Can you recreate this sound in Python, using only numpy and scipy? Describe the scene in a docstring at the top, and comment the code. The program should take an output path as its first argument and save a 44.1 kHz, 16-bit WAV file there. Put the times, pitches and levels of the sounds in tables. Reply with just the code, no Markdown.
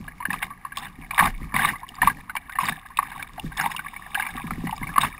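"""On a lake, choppy water slaps the plastic hull of a kayak, heard from its deck.
Wavelets break into swarms of ringing bubbles; larger air pockets plop and drops crack on the shell.
Gulps of sinking pitch ring the air in the hollow hull, and one big wave adds a deep boom.
Foam and lapping noise, wind rumble and a hull drone lie underneath, all in filtered noise and bubbles.
Coarse sample-and-hold adds a glassy sheen."""
import sys
import numpy as np
from scipy import signal
from scipy.fft import rfft, irfft, next_fast_len
from scipy.io import wavfile
from scipy.ndimage import uniform_filter1d, map_coordinates

SR = 44100
rng = np.random.default_rng(int(sys.argv[2]) if len(sys.argv) > 2 else 0)


def int16_out(signal):
    """Quantize to a 16-bit WAV file."""
    q = np.round(np.clip(np.atleast_2d(signal).T, -1, 1) * 32767)
    wavfile.write(sys.argv[1], SR, q.astype(np.int16))


N = 229099

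# coarse water spectrum, relative: f/Hz, density level/dB
SLOSH_SPECTRUM = [(250, -24), (520, -30), (790, -3.5), (950, -5.5), (1130, -2), (1380, -17.5), (1630, -6),
                  (2290, -7), (2550, -18.5), (2850, -13.5), (3250, -32), (3680, -27), (4300, -25.5),
                  (5800, -43)]
# larger air pockets closing on the hull: t/s, crest level/dB, nominal f/Hz
AIR_POCKETS = [(0.08, -28, 1670), (0.204, -25.5, 994), (0.226, -29.5, 1110), (0.254, -15.5, 1647),
               (0.304, -18, 1800), (0.331, -25, 1690), (0.339, -21, 1133), (0.427, -17, 2120),
               (0.505, -30.0, 1140), (0.65, -21.5, 1106), (0.721, -28.5, 1634), (0.773, -22.5, 1113),
               (1.109, -20.5, 2380), (1.191, -8.5, 1680), (1.197, -6.5, 1440), (1.207, -9.5, 1057),
               (1.223, -13.5, 870), (1.241, -20.5, 1200), (1.253, -19.5, 1120), (1.273, -24, 1530),
               (1.542, -18, 2280), (1.564, -11, 2145), (1.594, -16, 1600), (1.621, -19, 1750),
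               (1.649, -9.5, 1125), (1.689, -17, 1860), (1.734, -26, 1110), (1.756, -30, 2014),
               (1.832, -28, 1030), (2.018, -9.5, 1774), (2.031, -12, 924), (2.073, -5, 1084),
               (2.099, -20.0, 1600), (2.297, -24.5, 1454), (2.353, -20.5, 1054), (2.367, -19.5, 2340),
               (2.496, -29.0, 1500), (2.526, -31.0, 1870), (2.555, -25, 1760), (2.587, -11, 1027),
               (2.608, -20, 1034), (2.632, -19.5, 950), (2.654, -25, 1190), (2.686, -15, 2325),
               (2.723, -23, 1675), (2.861, -35.5, 1700), (2.904, -36.5, 1064), (2.989, -8, 1150),
               (3.028, -20, 1180), (3.118, -30.5, 1670), (3.16, -28.5, 1097), (3.196, -30, 1600),
               (3.38, -27.5, 692), (3.52, -32.5, 1600), (3.581, -23.5, 1720), (3.598, -15, 1690),
               (3.611, -18, 1420), (3.64, -18, 833), (3.661, -14.5, 930), (3.697, -29, 1054),
               (3.747, -26.5, 1040), (3.793, -23, 1510), (3.963, -27.5, 2260), (4.152, -16.0, 1580),
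               (4.174, -22.5, 828), (4.198, -16.5, 1610), (4.224, -20.5, 2120), (4.252, -31.5, 2350),
               (4.266, -22, 2350), (4.29, -30.5, 1670), (4.376, -26, 1170), (4.396, -34.5, 792),
               (4.475, -43, 1010), (4.508, -20, 1310), (4.67, -24, 1950), (4.694, -24, 947),
               (4.726, -19, 860), (4.83, -24, 2126), (4.871, -27, 2270), (4.892, -29.5, 1660),
               (4.96, -15.5, 1126), (4.981, -4, 1206), (5.034, -15.5, 1030), (5.049, -20.5, 1340)]
SMACK_GAIN, SMACK_REF_HZ = 1.5, 1300  # gain for a pocket of the reference pitch


def plops():
    """A pocket smacks shut, rings and sheds a smaller one; high ones smack more, loud ones die sooner."""
    track = np.zeros(N)
    t = np.arange(SR // 8) / SR
    draws = rng.random((len(AIR_POCKETS), 3))
    for (s, db, hz), (lag, ratio, life) in zip(AIR_POCKETS, draws):
        t60 = 0.019 * amp(-.3 * db) * (0.5 + life / 2)
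        main = peaked(bubble(t, hz * .955, t60, rise=.33, attack=.0018))
        child_t = t - .002 - .007 * lag
        child = .45 * bubble(child_t, hz * (1.1 + .7 * ratio), t60 / 2, rise=.2, attack=.0008)
        smack_env = amp(-60 * t / 0.032) * (1 - np.exp(-t / 0.0003))
        smack = SMACK_GAIN * (hz / SMACK_REF_HZ) * rng.standard_normal(len(t)) * smack_env
        contact = coloured(main + child + smack, SLOSH_SPECTRUM)
        add(track, s - .0014, amp(db) * crested(shell(contact, t60=0.05, wet=0.5)))
    return track


# fine spray spectrum, relative: f/Hz, density level/dB
SPRAY_SPECTRUM = [(1200, -12), (2850, -1), (3250, -11), (3680, 3.5), (4250, -25), (5200, -7.5), (5900, -27)]
# hull drone spectrum, relative: f/Hz, density level/dB
DRONE_SPECTRUM = [(50, -8.5), (110, -7.5), (160, 0), (270, -6), (350, -16), (900, -32)]
# wavelets breaking on the hull: t/s, hold/s, slosh level/dB, spray level/dB
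WAVELETS = [(0.295, 0.054, -33.5, -45.5), (0.418, 0.0081, -30, -35), (0.754, 0.12, -41, -48.5),
            (1.177, 0.088, -22.5, -35.5), (1.552, 0.15, -27, -36.5), (2.02, 0.071, -28.5, -40),
            (2.601, 0.1, -31, -34.5), (3.016, 0.21, -44.5, -56), (3.566, 0.095, -33, -41.5),
            (3.7, 0.028, -37.5, -45.5), (4.15, 0.16, -42, -49), (5.004, 0.049, -26, -33.5)]


def splashes():
    """Each wavelet breaks in uneven spurts into coarse bubbles and fine spray, and drums on the hull."""
    slosh, spray = np.zeros(N), np.zeros(N)
    t = np.arange(SR) / SR
    for s, hold_s, slosh_db, spray_db in WAVELETS:
        swell = (1 - np.exp(-t / 0.00094)) * amp(-60 * np.maximum(t - hold_s, 0) / 0.11)
        add(slosh, s, swell * amp(slosh_db))
        add(spray, s, swell * amp(spray_db))
    spurts = amp(3.6 * wobble(160))
    coarse = swarm(SLOSH_SPECTRUM, count=5500, top_hz=4200, cycles=20, spread_db=15, foam=0.28)
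    fine = swarm(SPRAY_SPECTRUM, count=9000, top_hz=5510, cycles=35, spread_db=22, foam=0.27)
    late_slosh = np.roll(slosh, SR // 40)  # 25 ms
    drumming = amp(-8.0) * late_slosh * rush(DRONE_SPECTRUM)
    return spurts * (slosh * coarse + spray * fine) + drumming


# drops landing on the shell: t/s, peak level/dB, initial f/Hz
SHELL_DROPS = [(0.331, -21, 2550), (0.7713, -16, 3540), (0.784, -21, 3600), (1.656, -16, 3700),
               (1.8894, -28.5, 2800), (1.953, -34.5, 4770), (2.365, -21, 2910), (2.655, -22.5, 4730),
               (2.9717, -15.5, 3740), (3.226, -20, 2280), (3.3963, -22, 2790), (3.5724, -21, 3490),
               (3.6122, -21.5, 5290), (3.764, -17.5, 2790), (4.146, -16, 2720), (4.208, -27, 2680),
               (4.71, -23.5, 2900), (4.764, -35, 5000), (5.017, -14.5, 3690)]


def drops():
    """A drop cracks on the shell and traps one tiny bubble, which rings."""
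    track = np.zeros(N)
    t = np.arange(SR // 12) / SR
    for s, db, hz in SHELL_DROPS:
        ping = bubble(t, hz, t60=0.018, rise=0.05, attack=0.00016)
        crack = unit(coloured(rng.standard_normal(len(t)), SPRAY_SPECTRUM)) * amp(-60 * t / 0.0091)
        add(track, s, amp(db) * shell(ping + 0.68 * crack, t60=0.025, wet=1.0))
    return track


# waves gulping under the hollow hull: t/s, gulp peak level/dB, rocking rumble level/dB
GULPS = [(0.004, -31.5, -43.5), (0.285, -26, -51), (0.988, -34, -48), (1.227, -23, -41),
         (1.417, -28.5, -35), (1.542, -24, -50), (2.032, -26, -33.5), (2.7, -37, -57), (3.442, -23.5, -40),
         (4.353, -29.5, -47), (4.441, -25.5, -67), (4.515, -28, -37), (4.581, -26, -52), (4.64, -19.5, -56),
         (4.669, -32.5, -61), (4.815, -26, -38.5), (4.98, -26.5, -43)]
# modes of the air in the hull: nominal f/Hz, nominal level/dB, t60/s
HULL_MODES = [(117.6, -17.5, 0.27), (162.2, -8.5, 0.21), (243, -21, 0.31)]
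# nominal final pitch, extra share at the start, time constant of the fall
GULP_END_HZ, GULP_GLIDE, GULP_SINK_S = 195, .35, .009


def hull():
    """A wave gulps: a short note sinks in pitch, gurgles and leaves the air in the hull ringing."""
    track = np.zeros(N)
    t = np.arange(SR // 3) / SR
    hz, mode_db, t60 = np.transpose(HULL_MODES)[:, :, None]
    for s, db, _ in GULPS:
        # the waterline differs from gulp to gulp and shifts the pitches
        strength_db, detune = rng.normal(0, [2, .07], (len(HULL_MODES), 2)).T[:, :, None]
        pitch_hz = GULP_END_HZ * (1 + detune[0]) * (1 + GULP_GLIDE * np.exp(-t / GULP_SINK_S))
        gulp_env = amp(-60 * t / .045) * (1 - np.exp(-t / .0025))
        gulp = np.sin(2 * np.pi * np.cumsum(pitch_hz) / SR) * gulp_env
        gurgle_noise = unit(coloured(rng.standard_normal(len(t)), DRONE_SPECTRUM))
        gurgle = gurgle_noise * amp(-60 * t / 0.17) / 10
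        mode_env = amp(mode_db + strength_db - 60 * t / t60)
        ring = np.sum(mode_env * np.sin(2 * np.pi * hz * (1 + detune) * t), axis=0)
        onset = 1 - np.exp(-t / GULP_SINK_S)
        add(track, s, amp(db) * peaked(gulp + (ring + gurgle) * onset))
    return track


# boom of the biggest wave: t/s, envelope peak level/dB, f/Hz, swell time constant/s
BOOM = (1.21, -28, 31, .055)


def heave():
    """The weight of the biggest wave shudders the boat: a deep boom swells slowly and fades."""
    s, db, hz, swell_s = BOOM
    t = np.maximum(np.arange(N) / SR - s, 0)
    swell = peaked(t ** 2 * np.exp(-t / swell_s))
    return amp(db) * swell * np.sin(2 * np.pi * hz * t + wobble(43) / 2)


# fine hiss of foam on the open water: t/s, level/dB
FOAM_LEVEL = [(0, -80.5), (3.35, -68.5), (3.95, -55), (4.4, -57), (5.19, -57.5)]
CHOP_DB, CHOP_DB_PER_FOAM_DB = -19, 0.42  # open-water lapping: level at 0 dB of foam, slope
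LAP_RE_SLOSH_DB, LAP_RISE_DB_PER_S, LAP_FALL_DB_PER_S = -15, 101, 169


def ripples():
    """Low bubbling and a faint trickle cluster around wavelets, over the noise wash of open water."""
    foam_s, foam_point_db = np.transpose(FOAM_LEVEL)
    foam_db = np.interp(np.arange(N) / SR, foam_s, foam_point_db)
    chop = amp(CHOP_DB + CHOP_DB_PER_FOAM_DB * foam_db)
    stirred = [amp(slosh_db + LAP_RE_SLOSH_DB) * surge(s, hold_s, LAP_RISE_DB_PER_S, LAP_FALL_DB_PER_S)
               for s, hold_s, slosh_db, _ in WAVELETS]
    clusters = amp(3.5 * wobble(40))
    level = np.linalg.norm([chop, *stirred], axis=0) * clusters  # power sum
    bubbling = swarm(SLOSH_SPECTRUM, count=2000, top_hz=2400, cycles=24, spread_db=24, foam=0.3)
    trickle = swarm(SPRAY_SPECTRUM, count=700, top_hz=5600, cycles=3, spread_db=26, foam=0.1)
    wash = amp(-58.5) * rush(SLOSH_SPECTRUM) + amp(foam_db) * rush(SPRAY_SPECTRUM)
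    lapping = unit(shell(bubbling, t60=0.023, wet=0.86)) + amp(-13) * trickle
    return level * lapping + wash


# wind rumble spectrum, relative: f/Hz, density level/dB
WIND_SPECTRUM = [(12, -21.5), (31, -2), (60, -11), (250, -28), (600, -66)]
WIND_DB, GUST_DB, GUST_KNOTS_PER_S = -52.5, -1.5, 3.4  # centre, scale and pace of random gusts
ROCK_RISE_DB_PER_S, ROCK_FALL_DB_PER_S = 398, 98


def rumble():
    """Wind and each knocking wave shake the boat as low noise; the hull drones along."""
    rocking = [amp(rock_db) * surge(s, 0, ROCK_RISE_DB_PER_S, ROCK_FALL_DB_PER_S)
               for s, _, rock_db in GULPS]
    wind = amp(WIND_DB + GUST_DB * wobble(GUST_KNOTS_PER_S))
    rumble_db = 20 * np.log10(wind + sum(rocking))
    drone = unit(amp(2.8 * wobble(22)) * rush(DRONE_SPECTRUM))
    return amp(rumble_db) * rush(WIND_SPECTRUM) + amp(0.64 * rumble_db - 19) * drone


def bubble(t, hz, t60, rise, attack):
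    """A ringing air pocket; its pitch climbs by the share rise per t60 as it nears the surface."""
    t = np.maximum(t, 0)
    tone = np.sin(2 * np.pi * hz * t * (1 + rise * t / t60 / 2))
    return tone * amp(-60 * t / t60) * (1 - np.exp(-(t / attack) ** 2))


def swarm(spectrum, count, top_hz, cycles, spread_db, foam):
    """Many small bubbles of random size and strength over a little foam noise, rms 1."""
    when, size, strength = rng.random((count, 3)).T[:, :, None]
    hz = 600 * (top_hz / 600) ** size
    rise = (600 / hz) ** 2 / 2 + .1  # large bubbles glide most
    k = np.arange(SR // 40)
    # small bubbles die sooner, so they start stronger
    strength_gain = hz * amp(spread_db * strength)
    grains = strength_gain * bubble(k / SR, hz, cycles / hz, rise, attack=1 / hz)
    index = (when * N).astype(int) + k
    track = np.bincount(index.ravel(), grains.ravel(), N)[:N]
    return unit(unit(coloured(track, spectrum)) + foam * rush(spectrum))


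def shell(x, t60, wet):
    """The shell rings briefly, differently at each spot; small contacts radiate no bass. Peak 1."""
    t = np.arange(SR // 8) / SR
    tail = rng.standard_normal(len(t)) * amp(-60 * t / t60)
    sound = unit(x) + wet * unit(signal.fftconvolve(x, tail)[:len(x)])
    bass_cut = signal.butter(3, 620, "highpass", fs=SR, output="sos")
    return peaked(signal.sosfilt(bass_cut, sound))


def surge(s, hold_s, rise_db_per_s, fall_db_per_s):
    """Gain of a passing wave: builds up to 1 at time s, holds and ebbs."""
    t = np.arange(N) / SR - s
    return amp(-rise_db_per_s * np.maximum(-t, 0) - fall_db_per_s * np.maximum(t - hold_s, 0))


def rush(spectrum):
    """Coloured noise of rms 1."""
    return unit(coloured(rng.standard_normal(N), spectrum))


def coloured(x, spectrum):
    """x through a causal minimum-phase filter, level interpolated over log f."""
    m = 2 * next_fast_len(len(x) // 2 + 4096)
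    hz, db = np.transpose(spectrum)
    log_f = np.log(np.fft.rfftfreq(m, 1 / SR) + 1)
    gain = amp(np.interp(log_f, np.log(hz), db))
    cepstrum = irfft(np.log(gain))
    cepstrum[1:m // 2] *= 2
    cepstrum[m // 2 + 1:] = 0
    return irfft(rfft(x, m) * np.exp(rfft(cepstrum)), m)[:len(x)]


def wobble(knots_per_s):
    """A smooth random curve through normal-distributed knots."""
    knots = rng.standard_normal(int(N * knots_per_s / SR) + 4)
    return map_coordinates(knots, [np.arange(N) * knots_per_s / SR])


def amp(db):
    """Amplitude gain of a level in dB."""
    return 10 ** (np.asarray(db) / 20)


def unit(x):
    """x at rms 1."""
    return x / np.sqrt(np.mean(x ** 2) + 1e-20)


def peaked(x):
    """x at peak 1."""
    return x / np.max(np.abs(x))


def crested(x):
    """x scaled so that its loudest 5 ms have the rms of a sine of height 1."""
    return x / np.sqrt(2 * np.max(uniform_filter1d(x ** 2, size=SR // 200)))


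def add(track, s, sound):
    """Mix a sound into a track at time s."""
    start = max(round(s * SR), 0)
    part = track[start:start + len(sound)]
    part += sound[:len(part)]


def scene():
    """Sum of all sources, one channel."""
    water = plops() + splashes() + drops() + ripples()
    boat = hull() + heave() + rumble()
    return (water + boat)[None]


SAMPLER_HZ, TOP_HZ = 12000, 15500


def record(dry):
    """Peaks are rounded off; holding each coarse sample mirrors the sound into the treble."""
    rounded = dry / (1 + (dry / .85) ** 6) ** (1 / 6)
    coarse = signal.resample_poly(rounded, SAMPLER_HZ, SR, axis=1)
    steps = np.repeat(coarse, 4, axis=1)
    held = signal.resample_poly(steps, SR, 4 * SAMPLER_HZ, axis=1)[:, :N]
    return signal.sosfilt(signal.cheby1(12, .1, TOP_HZ, fs=SR, output="sos"), held)


dry = scene()
out = record(dry)
int16_out(out)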